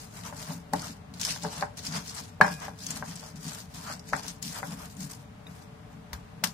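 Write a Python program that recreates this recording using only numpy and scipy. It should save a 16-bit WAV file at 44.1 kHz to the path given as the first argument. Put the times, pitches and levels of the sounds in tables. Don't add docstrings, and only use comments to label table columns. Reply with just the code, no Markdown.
import sys
import numpy as np
from scipy import signal
from scipy.fft import rfft, irfft, next_fast_len
from scipy.io import wavfile
from scipy.ndimage import uniform_filter1d, map_coordinates

SR = 44100
rng = np.random.default_rng(int(sys.argv[2]) if len(sys.argv) > 2 else 0)


def materialize(psi):
    bounded = np.clip(np.atleast_2d(psi).T, -1, 1)
    quanta = np.round(bounded * 32767).astype(np.int16)
    wavfile.write(sys.argv[1], SR, quanta)


def invert_db(level):
    return 10 ** (np.asarray(level, dtype=float) / 20)


N = 287973

# columns pitch_hz, density_db (dB per Hz)
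GRIT_COLOUR = [(880, -47), (1500, -11), (2110, -12.5), (2660, -11), (3590, -9), (4950, -4), (6760, -5.5),
               (15100, -15), (16000, -24.5), (16500, -80)]
PORT_GAIN = np.array([[1.17], [.85]])


def unit(x):
    return x / np.sqrt(np.mean(x ** 2) + 1e-20)


def along(points, hz):
    f, v = np.transpose(points)
    return np.interp(np.log(hz + 1), np.log(f + 1), v)


def filtered(x, response):
    m = next_fast_len(x.shape[-1] + 8192)
    return irfft(rfft(x, m) * response(np.fft.rfftfreq(m, 1 / SR)), m)[..., :x.shape[-1]]


def bandpass(f, centre_hz, width_hz):
    return 1j * f * width_hz / (centre_hz ** 2 - f * f + 1j * f * width_hz)


def resonances(modes):
    return lambda f: sum((-1) ** k * invert_db(db) * bandpass(f, hz, width)
                         for k, (hz, width, db) in enumerate(modes))


def split(x, edge_hz):
    low = filtered(x, lambda f: 1 / (1 + (f / edge_hz) ** 4))
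    return low, x - low


def causal(spectrum, size=1024):
    cepstrum = irfft(np.log(invert_db(along(spectrum, np.fft.rfftfreq(size, 1 / SR))) + 1e-6))
    cepstrum[1:size // 2] *= 2
    cepstrum[size // 2 + 1:] = 0
    return unit(irfft(np.exp(rfft(cepstrum)))) / np.sqrt(size)


def coloured(x, pulse):
    return signal.fftconvolve(x, pulse[None], axes=1)[:, :x.shape[1]]


def ports(pair, spectrum):
    # pitch_hz, left_right_likeness (correlation)
    likeness = [(60, 1), (180, 0.89), (550, -0.018), (1650, -0.036), (4970, 0.00027), (15000, -0.09)]
    turn = lambda hz: np.arccos(np.clip(along(likeness, hz), -1, 1)) / 2
    mid, side = filtered(pair, lambda hz: invert_db(along(spectrum, hz)) * [np.cos(turn(hz)), np.sin(turn(hz))])
    return np.array([mid + side, mid - side])


def wobble(rate):
    return map_coordinates(rng.standard_normal(int(N * rate / SR) + 4), [np.arange(N) * rate / SR])


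def tail(length):
    # pitch_hz, t60_s
    kitchen_decay = [(400, 0.33), (1500, 0.16), (4000, 0.18), (12000, 0.041)]
    hz, t, z = signal.stft(rng.standard_normal((2, length)), SR, nperseg=128)
    decay = invert_db(-60 * t / along(kitchen_decay, hz)[:, None])
    h = signal.istft(z * decay, SR, nperseg=128)[1][:, :length]
    return h / np.linalg.norm(h[0])


def add(out, s, x, pan_db):
    start = round(s * SR)
    out[:, start:start + x.shape[1]] += x * invert_db(np.array([[pan_db / 2], [-pan_db / 2]]))


def shaken(push):
    # pitch_hz, width_hz, level_db
    counter_modes = [(149.2, 24, 0.5), (173, 25.7, 3), (223, 39, -6.5), (275.6, 24.7, -8)]
    board = resonances(counter_modes)
    return filtered(push, lambda f: board(f) * (1j * f / (1j * f + 110)) ** 2) * PORT_GAIN


def hum():
    # pitch_hz, density_db (dB per Hz)
    hum_colour = [(13, -56), (22, -46), (38, -15), (98, -5), (207, -11), (351, -20.5), (438, -9),
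                  (517, -20.5), (578, -10.5), (660, -23), (740, -16.5), (830, -21.5), (926, -21.5),
                  (1190, -24), (2800, -33), (14800, -50), (16500, -52)]
    level_db = -47.5 + 0.6 * wobble(3.33)
    return invert_db(level_db) * unit(ports(rng.standard_normal((2, N)), hum_colour)) * PORT_GAIN


def efforts(s, hold_s, db, rise, fall):
    t = np.arange(0, N + 64, 64)[:, None] / SR
    level_db = db - rise * np.maximum(s - t, 0) - fall * np.maximum(t - s - hold_s, 0)
    return np.interp(np.arange(N) / SR, t[:, 0], (invert_db(level_db) ** 2).sum(axis=1))


def controls():
    # start_s, hold_s, grit_db, drag_db
    slide_strokes = [(0.0, 0.02, -50.5, -55.5), (0.04, .012, -55, -60), (0.155, 0.034, -50.5, -48.5),
                     (0.26, 0.02, -48, -41), (0.38, 0.02, -50, -46.5), (.415, .015, -45, -47),
                     (0.478, 0.035, -46.5, -43.5), (0.79, .03, -47, -49.5), (0.847, 0.047, -44, -46.5),
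                     (1.437, 0.01, -41.5, -46), (1.465, .02, -59, -48), (1.526, 0.089, -42.5, -45.5),
                     (1.851, 0.021, -40, -50), (1.935, 0.02, -39.5, -40), (1.97, 0.0074, -39.5, -40.5),
                     (2.06, 0.054, -45, -53.5), (2.17, 0.023, -41, -44.5), (2.235, 0.02, -54, -59),
                     (2.282, 0.011, -57, -60), (2.511, 0.028, -47, -60), (2.62, 0.031, -47, -42.5),
                     (2.822, 0.03, -47, -66), (2.87, .03, -49, -60), (2.911, 0.06, -42.5, -44.5),
                     (3.073, 0.041, -46.5, -50.5), (3.175, 0.11, -51.5, -53), (3.447, 0.049, -44, -51),
                     (3.512, 0.093, -47.5, -49.5), (3.705, 0.022, -59.5, -62), (3.878, 0.045, -42.5, -42.5),
                     (4.087, 0.019, -50.5, -58), (4.56, 0.027, -45, -39.5), (4.664, 0.014, -48.5, -53),
                     (4.721, 0.011, -49.5, -45), (4.795, 0.057, -52, -47.5), (5.01, 0.048, -49, -54),
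                     (5.513, 0.11, -62.5, -61), (5.92, 0.0092, -70, -59)]
    # start_s, hold_s, grit_db, drag_db
    jerk_strokes = [(.536, 0.0083, -49, -53), (0.733, 0.032, -48.5, -44), (1.14, 0.061, -56.5, -56),
                    (1.2, 0.01, -40, -52), (1.214, 0.014, -34.5, -52), (1.25, 0.073, -34, -44),
                    (1.773, 0.019, -43.5, -52), (2.414, 0.06, -45, -34.5), (2.79, 0.05, -57, -68),
                    (3.36, 0.011, -55, -56), (3.742, 0.087, -47.5, -53.5), (4.131, 0.06, -45.5, -42.5),
                    (4.225, 0.039, -46.5, -46), (4.276, 0.022, -45, -52), (4.423, 0.092, -43.5, -53.5),
                    (4.9, 0.011, -55, -65), (4.965, .02, -69, -67), (5.098, 0.019, -47.5, -50),
                    (5.19, 0.029, -68, -67), (5.468, .005, -62, -55), (6.133, 0.0031, -52.5, -46.5),
                    (6.442, 0.0067, -36, -41.5)]
    # start_s, hold_s, level_db
    hand_leans = [(0.21, 0.25, -45), (0.49, 0.027, -34.5), (0.73, 0.027, -37.5), (0.893, 0.0076, -41),
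                  (1.077, 0.16, -47.5), (1.288, .01, -37.5), (1.432, 0.021, -31), (1.58, 0.039, -40),
                  (1.775, 0.1, -44.5), (1.884, 0.091, -37.5), (2.018, 0.019, -44), (2.16, 0.039, -44),
                  (2.42, 0.033, -31.5), (2.502, 0.035, -37), (2.65, 0.072, -45.5), (2.82, 0.18, -39.5),
                  (3.073, 0.047, -39.5), (3.345, 0.021, -42), (3.454, 0.016, -33), (3.555, 0.1, -48),
                  (3.742, 0.2, -44), (4.12, 0.033, -38.5), (4.263, 0.013, -38), (4.438, 0.041, -35),
                  (4.672, 0.015, -36), (4.715, .02, -33.5), (4.971, 0.069, -36.5), (5.132, 0.13, -48.5),
                  (5.483, 0.014, -41), (5.94, .005, -50), (6.433, 0.019, -34.5)]
    # start_s, dryness_db
    dry_patches = [(0, 7.5), (.6, 5), (1.1, 0), (1.7, -2.5), (2.2, 1), (2.6, 3.5), (3.1, 1), (3.6, 5.5),
                   (4.1, 0), (4.449, 6.5), (5.0, 8), (5.6, 7), (6.53, 3)]
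    slide_s, slide_hold_s, *slide_levels = np.transpose(slide_strokes)
    jerk_s, jerk_hold_s, *jerk_levels = np.transpose(jerk_strokes)
    stroke_db = []
    for slide_db, jerk_db in zip(slide_levels, jerk_levels):
        power = efforts(slide_s, slide_hold_s, slide_db, rise=320, fall=267)
        power = power + efforts(jerk_s, jerk_hold_s, jerk_db, rise=2994, fall=267)
        stroke_db.append(10 * np.log10(power + 1e-12))
    grit_db, drag_db = stroke_db
    rest_db = -52
    shake_db = 10 * np.log10(efforts(*np.transpose(hand_leans), rise=396, fall=260) + invert_db(rest_db) ** 2)
    dry_db = np.interp(np.arange(N) / SR, *np.transpose(dry_patches))
    fine_db = dry_db - 9 - 0.18 * (np.maximum(grit_db, -60) + 54)
    return grit_db, fine_db, drag_db, shake_db


def gritty(per_s, spread_db, share):
    rows = rng.random((int(per_s * N / SR), 2))
    sizes = invert_db(-spread_db * np.log(rows[:, 1] + 0.0148))
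    starts = np.bincount((rows[:, 0] * N).astype(int), sizes, N)
    bursts = signal.fftconvolve(starts, invert_db(-60 * np.arange(400) / SR / 0.006))[:N]
    noise = rng.standard_normal((4, N))
    return np.sqrt(1 - share) * noise[:2] + np.sqrt(share) * unit(bursts * noise[2:])


def patchy(pair, depth_db):
    z = signal.stft(pair, nperseg=256)[2]
    field = uniform_filter1d(rng.standard_normal(z.shape[1:]), size=6, axis=0)
    field = uniform_filter1d(field, size=8, axis=1)
    return signal.istft(z * invert_db(depth_db * unit(field)), nperseg=256)[1][:, :N]


def strokes():
    # pitch_hz, density_db (dB per Hz)
    drag_colour = [(210, -24), (350, -8.5), (540, -3), (606, -2), (817, -7.5), (883, -3), (2520, -15),
                   (3500, -20.5), (4550, -48), (7700, -120)]
    grit_db, fine_db, drag_db, shake_db = controls()
    catch = wobble(30)
    grains = patchy(gritty(per_s=600, spread_db=2.5, share=0.41), depth_db=1.84)
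    coarse, fine = split(ports(grains, GRIT_COLOUR), 8260)
    grit = unit(coarse) + invert_db(fine_db) * unit(fine)
    grit = invert_db(grit_db + 0.6 * catch + 1.18 * wobble(70)) * grit
    scrape = patchy(gritty(per_s=120, spread_db=3.5, share=0.18), depth_db=-1.0)
    drag = invert_db(drag_db + 0.49 * catch + 1.9 * wobble(45)) * unit(ports(scrape, drag_colour))
    push = invert_db(shake_db + 25 + 2.05 * wobble(25)) * rng.standard_normal(N)
    return (grit + drag) * PORT_GAIN + shaken(push)


def snaps():
    # start_s, peak_db, pitch_hz, left_right_db
    seed_cracks = [(0.733, -28.5, 5330, 5), (0.7948, -25.5, 4760, -2), (1.1388, -33, 4350, 0),
                   (1.1974, -27, 4450, 3), (1.2505, -16, 5400, 1.5), (1.777, -35, 5500, 5),
                   (1.836, -33, 6760, 12), (1.867, -21, 5000, 5), (1.924, -26, 4860, 5),
                   (2.148, -30.5, 8200, 15), (2.4134, -19, 4370, -3), (2.601, -34, 5880, 10),
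                   (2.789, -34, 5200, 1), (2.8663, -18, 6300, 5.5), (2.9058, -17, 6670, 5),
                   (2.9135, -23.5, 7400, 4), (3.1568, -28, 7600, 8), (3.162, -29.5, 5600, 5),
                   (3.357, -41.5, 6040, 13), (3.429, -33, 6700, 15), (4.1318, -31.5, 5000, 16),
                   (4.1647, -28, 7040, 13), (4.233, -29, 5300, 8), (4.2814, -21.5, 6070, 10),
                   (4.426, -23.5, 6830, 15.5), (4.545, -31, 7720, 13), (4.7214, -30, 5100, 2),
                   (0.2356, -34, 3600, 9), (1.2137, -19, 5560, 10), (1.434, -27, 6950, 8),
                    (2.0793, -28, 5460, 7.5), (3.1955, -29, 5300, 3), (3.9948, -30.5, 5460, -1),
                    (4.9506, -43, 8800, 1), (4.968, -38.5, 6720, 12), (5.047, -36, 6940, 9),
                    (5.099, -39, 7960, 7), (5.112, -30, 7900, 12), (5.918, -52, 5000, 0),
                   (0.1092, -48, 3540, 4.5), (0.5015, -32.5, 3700, 3), (0.873, -42, 4830, 4.5),
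                   (1.408, -45, 6530, 2.5), (1.4227, -29, 4350, 4.5), (1.5055, -34, 5600, 2.5),
                   (1.5284, -33, 7930, 5.5), (1.6094, -26, 4300, 2.0), (1.8505, -25, 4900, 2.5),
                   (2.488, -32, 5180, 4.5), (3.0946, -35, 6580, 4.0), (3.4813, -25, 6830, 4.0),
                   (4.0721, -41, 4540, 2.5), (4.6438, -42, 6790, 6.0), (4.792, -38, 5240, 2.0),
                   (5.005, -31, 7400, 6.0), (5.029, -28, 6330, 5.1), (5.134, -31, 5000, 3.0),
                   (5.1514, -41, 7150, 2.5), (5.2174, -49, 8540, 3.0)]
    # start_s, peak_db, pitch_hz, left_right_db
    shell_cracks = [
        (1.2143, -9.5, 5800, 4),
        (1.2397, -15, 4970, 0),
        (1.2511, -6.5, 5370, 1.5),
        (1.2684, -12.5, 5600, 4),
        (1.5404, -27, 7900, 3.5),
        (3.7465, -30, 6000, 6),
    ]
    out, t = np.zeros((2, N + SR)), np.arange(SR // 11) / SR
    fizz = causal(GRIT_COLOUR)
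    crush = np.minimum(t / 0.0012, 1)
    damp = [(2.5, row) for row in seed_cracks]
    dry_shells = [(16, row) for row in shell_cracks]
    for first_split, (s, db, hz, pan_db) in damp + dry_shells:
        tick = rng.standard_normal((2, len(t))) * invert_db(-60 * t / 0.026) * crush
        tick += invert_db(11.0) * tail(len(t))
        tick[:, 24] += first_split
        broad = coloured(tick, fizz)
        ping = np.sin(2 * np.pi * (hz * t + rng.random((2, 1)))) * invert_db(-60 * t / 0.025) * crush
        crack = 0.32 * broad + 0.4 * ping + filtered(tick, resonances([(hz, 1000, 8)]))
        add(out, s - 0.0006, invert_db(db - 3.0) * crack / np.abs(crack).max(), pan_db)
    return out[:, :N]


def rubs():
    # start_s, hold_s, level_db, pitch_hz
    bare_rubs = [
        (.265, 0.042, -52, 885),
        (0.831, 0.017, -45.5, 1330),
        (1.943, 0.024, -54, 1090),
        (2.614, 0.024, -47.5, 990),
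        (3.523, 0.016, -53, 1410),
        (3.791, 0.024, -51, 1000),
        (3.872, 0.044, -41.5, 1340),
        (4.559, 0.031, -49, 1500),
        (4.8, 0.029, -54, 1240),
    ]
    t = np.arange(SR // 3) / SR - 0.1
    out = np.zeros((2, N + SR))
    for s, hold_s, db, hz in bare_rubs:
        noise = rng.standard_normal((3, len(t)))
        band = resonances([(hz, 0.33 * hz, 0)])
        sung = unit(filtered(noise[:2] + 0.52 * noise[2], lambda f: band(f) ** 2))
        level_db = db - 720 * np.maximum(-t, 0) - 630 * np.maximum(t - hold_s, 0)
        add(out, s - 0.1, sung * invert_db(level_db), 2.8)
    return out[:, :N]


def ringing(modes, t):
    total = np.zeros((2, len(t)))
    for (hz, db, t60), swing in zip(modes, rng.random((len(modes), 2, 2))):
        level_db = db + 4.5 + 6.0 * swing[0, :, None] - 80 * t / t60
        pitch_hz = hz * (0.995 + 0.0094 * swing[1, 0])
        total += invert_db(level_db) * np.sin(2 * np.pi * (pitch_hz * t + swing[1, :, None]))
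    return total * np.minimum(t / 0.0044, 1)


def blows():
    # start_s, peak_db, splash_db, hardness_db, left_right_db
    pestle_blows = [(0.325, -30, -32, -17, 1), (0.505, -31.5, -23, -25, -5), (0.734, -17, -5, -26, 3.5),
                    (1.361, -33, -24, -14, 3), (1.437, -31.5, -20, -31, 4), (1.443, -33, -30, -25.5, 3),
                    (1.4485, -22.5, -15, -19.5, 3), (1.624, -16, -53, -13.5, 2), (2.4107, -1, -23, -8, 0.5),
                    (2.445, -18.5, -24, -10, 12), (2.681, -27.5, -30, -18.5, 4), (2.966, -35, -14, -14, 6),
                    (3.024, -23, -34, -15, 3), (3.229, -37.5, -24, -21, 3), (4.132, -13, -28, -10, 3.5),
                    (4.278, -43.5, 6.5, -7.5, 11), (4.629, -23, -38, -15, 5.5), (5.466, -46, -30, -7, 10),
                    (6.13, -32, -7, 3, 4), (6.437, -19.5, -20, -4, 2), (2.479, -24, -25, -10, 2),
                    (3.9, -31.5, -30, -26, 1)]
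    # pitch_hz, level_db, t60_s
    ring_modes = [(422, -4, .3), (600, -7, .3), (759, -12, .4), (886, -4, .2), (945, -18, .45),
                  (1010, -12, .36), (1120, -13, .4), (1390, -14, .38), (1450, -13, .2), (1600, -9, .22),
                  (1750, -11, .22), (1970, -16, .23), (2305, -25, .28), (2455, -28, .55)]
    # pitch_hz, density_db (dB per Hz)
    clack_colour = [(180, -50.5), (300, -24), (495, -14), (583, 1), (694, -16), (771, 0), (991, -0.5),
                    (1250, -6), (1590, 0.5), (2160, -12.5), (2700, -22.5), (3000, -30.5), (3900, -48.5),
                    (6600, -120)]
    out, t, pushes = np.zeros((2, N + SR)), np.arange(SR // 3) / SR, np.zeros(N + SR)
    clack, fizz = causal(clack_colour), causal(GRIT_COLOUR)
    lead_s = 0.00585
    for s, db, splash_db, hard_db, pan_db in pestle_blows:
        burst = rng.standard_normal((4, len(t))) * np.minimum(t / 0.0011, 1)
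        body = 0.53 * burst[:2] * invert_db(-60 * t / 0.071) + invert_db(13.5) * tail(len(t))
        body[:, 30] += 9
        body = coloured(body, clack)
        body += invert_db(-18 + 0.6 * db) * ringing(ring_modes, t)
        low, high = split(body, 700)
        body = low + invert_db(1.9 * hard_db + 16) * high
        body /= np.abs(body).max()
        spray = coloured(split(burst[2:] * invert_db(-60 * t / 0.013), 2300)[1], fizz)
        add(out, s + 0.00022, invert_db(db + 3.5) * body + invert_db(db + splash_db) * spray, pan_db)
        early = np.sin(2 * np.pi * 560 * t) * (t / 0.0011) * np.exp(1 - t / 0.0013)
        add(out, s - lead_s, invert_db(db - 12) * -early[None], 2.5)
        pushes[round(s * SR) - 60:][:120] += invert_db(-5.5 + 0.7 * db) * np.hanning(120)
    return out[:, :N] + shaken(pushes[:N])


def notes():
    # start_s, peak_db, pitch_hz, t60_s
    struck_notes = [(0.7325, -29, 267, 0.23), (.736, -24, 887, 0.067), (.736, -24, 1870, 0.027),
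                    (1.449, -28, 427, 0.14), (1.625, -22, 810, 0.049), (2.41, -37.5, 1647, 0.78),
                    (2.412, -44, 2455, 0.69), (2.416, -30, 4320, .07), (2.42, -37, 5220, 0.33),
                    (2.413, -37, 3880, .1), (2.413, -35, 3100, .06), (0.732, -23.5, 165, 0.21),
                    (.736, -24, 1094, 0.031), (2.41, -23, 180, 0.2), (2.412, -29, 422, 0.099),
                    (2.411, -5, 1692, 0.037), (4.63, -37, 1480, 0.048), (4.63, -37, 2080, 0.025),
                    (3.895, -46, 540, 0.11), (4.134, -21, 1360, 0.042), (4.133, -22.5, 880, 0.057),
                    (4.133, -19, 1830, 0.037), (5.4675, -36.5, 3710, 0.03), (5.467, -41, 2500, 0.016)]
    out, t = np.zeros((2, N + SR)), np.arange(SR // 2) / SR
    for s, db, hz, t60 in struck_notes:
        turns = rng.random() + np.minimum(hz / 2500, 0.5) * rng.random((2, 1))
        swell = np.interp(t, np.arange(40) / 70, rng.standard_normal(40))
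        beat = 1 + 0.4 * np.minimum(t / 0.04, 1) * swell
        detune = np.interp(t, np.arange(80) / 150, rng.standard_normal(80))
        turns = turns + 0.17 * np.cumsum(detune) * 150 / SR
        onset = np.minimum(t / max(0.0015, 1.3 / hz), 1)
        tone = np.sin(2 * np.pi * (hz * t + turns))
        add(out, s, invert_db(db - 60 * t / t60) * beat * onset * tone, 2.8)
    return out[:, :N]


def thuds():
    # start_s, peak_db, pitch_hz
    base_rocks = [
        (4.12, -44, 55.4),
        (6.127, -35, 67),
    ]
    out, t = np.zeros((2, N + SR)), np.arange(SR // 5) / SR
    for s, db, hz in base_rocks:
        swing = np.sin(2 * np.pi * hz * t)[None] * (t / 0.016) * np.exp(1 - t / 0.013)
        add(out, s, invert_db(db) * swing, 2.6)
    return out[:, :N]


def splats():
    # start_s, level_db, t60_s, left_right_db
    clove_bursts = [
        (6.1299, -32.5, 0.028, 4.5),
        (6.437, -17.5, 0.039, 8.5),
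    ]
    # pitch_hz, density_db (dB per Hz)
    wet_colour = [(700, -31), (1200, -5), (2500, -7), (4400, -3.5), (6100, -2), (7700, -10.5), (15000, -11),
                  (16500, -64)]
    out, t, wet = np.zeros((2, N + SR)), np.arange(SR // 6) / SR, causal(wet_colour)
    for s, db, t60, pan_db in clove_bursts:
        decay = invert_db(-60 * t / t60) + invert_db(-13.5 - 60 * t / 0.15)
        burst = rng.standard_normal((2, len(t))) * np.minimum(t / 0.002, 1) ** 2 * decay
        add(out, s, invert_db(db) * coloured(burst, wet), pan_db)
    return out[:, :N]


def scene():
    # pitch_hz, width_hz, depth (0-1)
    room_nulls = [(369, 126, 0.92), (532.5, 107, 1)]
    nulls = lambda f: np.prod([1 - depth * bandpass(f, hz, width) for hz, width, depth in room_nulls], axis=0)
    mix = hum() + strokes() + snaps() + rubs() + blows() + notes() + thuds() + splats()
    return filtered(mix, nulls)


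def thinned(x):
    # pitch_hz, margin_db
    masking = [(2000, -30), (2500, -2.2), (4500, -2.2), (5500, -3), (8000, -2.8), (11000, -1.4),
               (14900, -.5), (15300, 1.5)]
    hz, _, z = signal.stft(x, SR, nperseg=1024)
    power = uniform_filter1d(np.abs(z.sum(axis=0)) ** 2, size=3, axis=1)
    power = uniform_filter1d(power, size=6, axis=0)
    wide = np.where(hz < 8200, 4, 12)
    band = np.arange(len(hz)) // wide * wide + wide // 3
    moment = np.arange(z.shape[2]) // 3 * 3
    band_db = 10 * np.log10(np.abs(power[band][:, moment]) + 1e-14)
    around_db = uniform_filter1d(band_db, size=42, axis=0)
    rise = np.gradient(np.log10(np.abs(power[60:]) + 1e-14).mean(axis=0))
    attack = uniform_filter1d(1. * (rise > 0.31), size=3) > 0.1
    keep = (band_db > around_db + along(masking, hz)[:, None]) | attack
    below_top = hz[:, None] < np.where(attack, 16300, 15580)
    return signal.istft(z * keep * below_top, SR, nperseg=1024)[1][:, :N]


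def roll_off(x):
    return signal.sosfilt(signal.butter(12, 16100, fs=SR, output="sos"), x)


def record(dry):
    clipped = dry / (1 + np.abs(dry / 1.6) ** 8) ** (1 / 8)
    return roll_off(thinned(clipped))


dry = scene()
out = record(dry)
materialize(out)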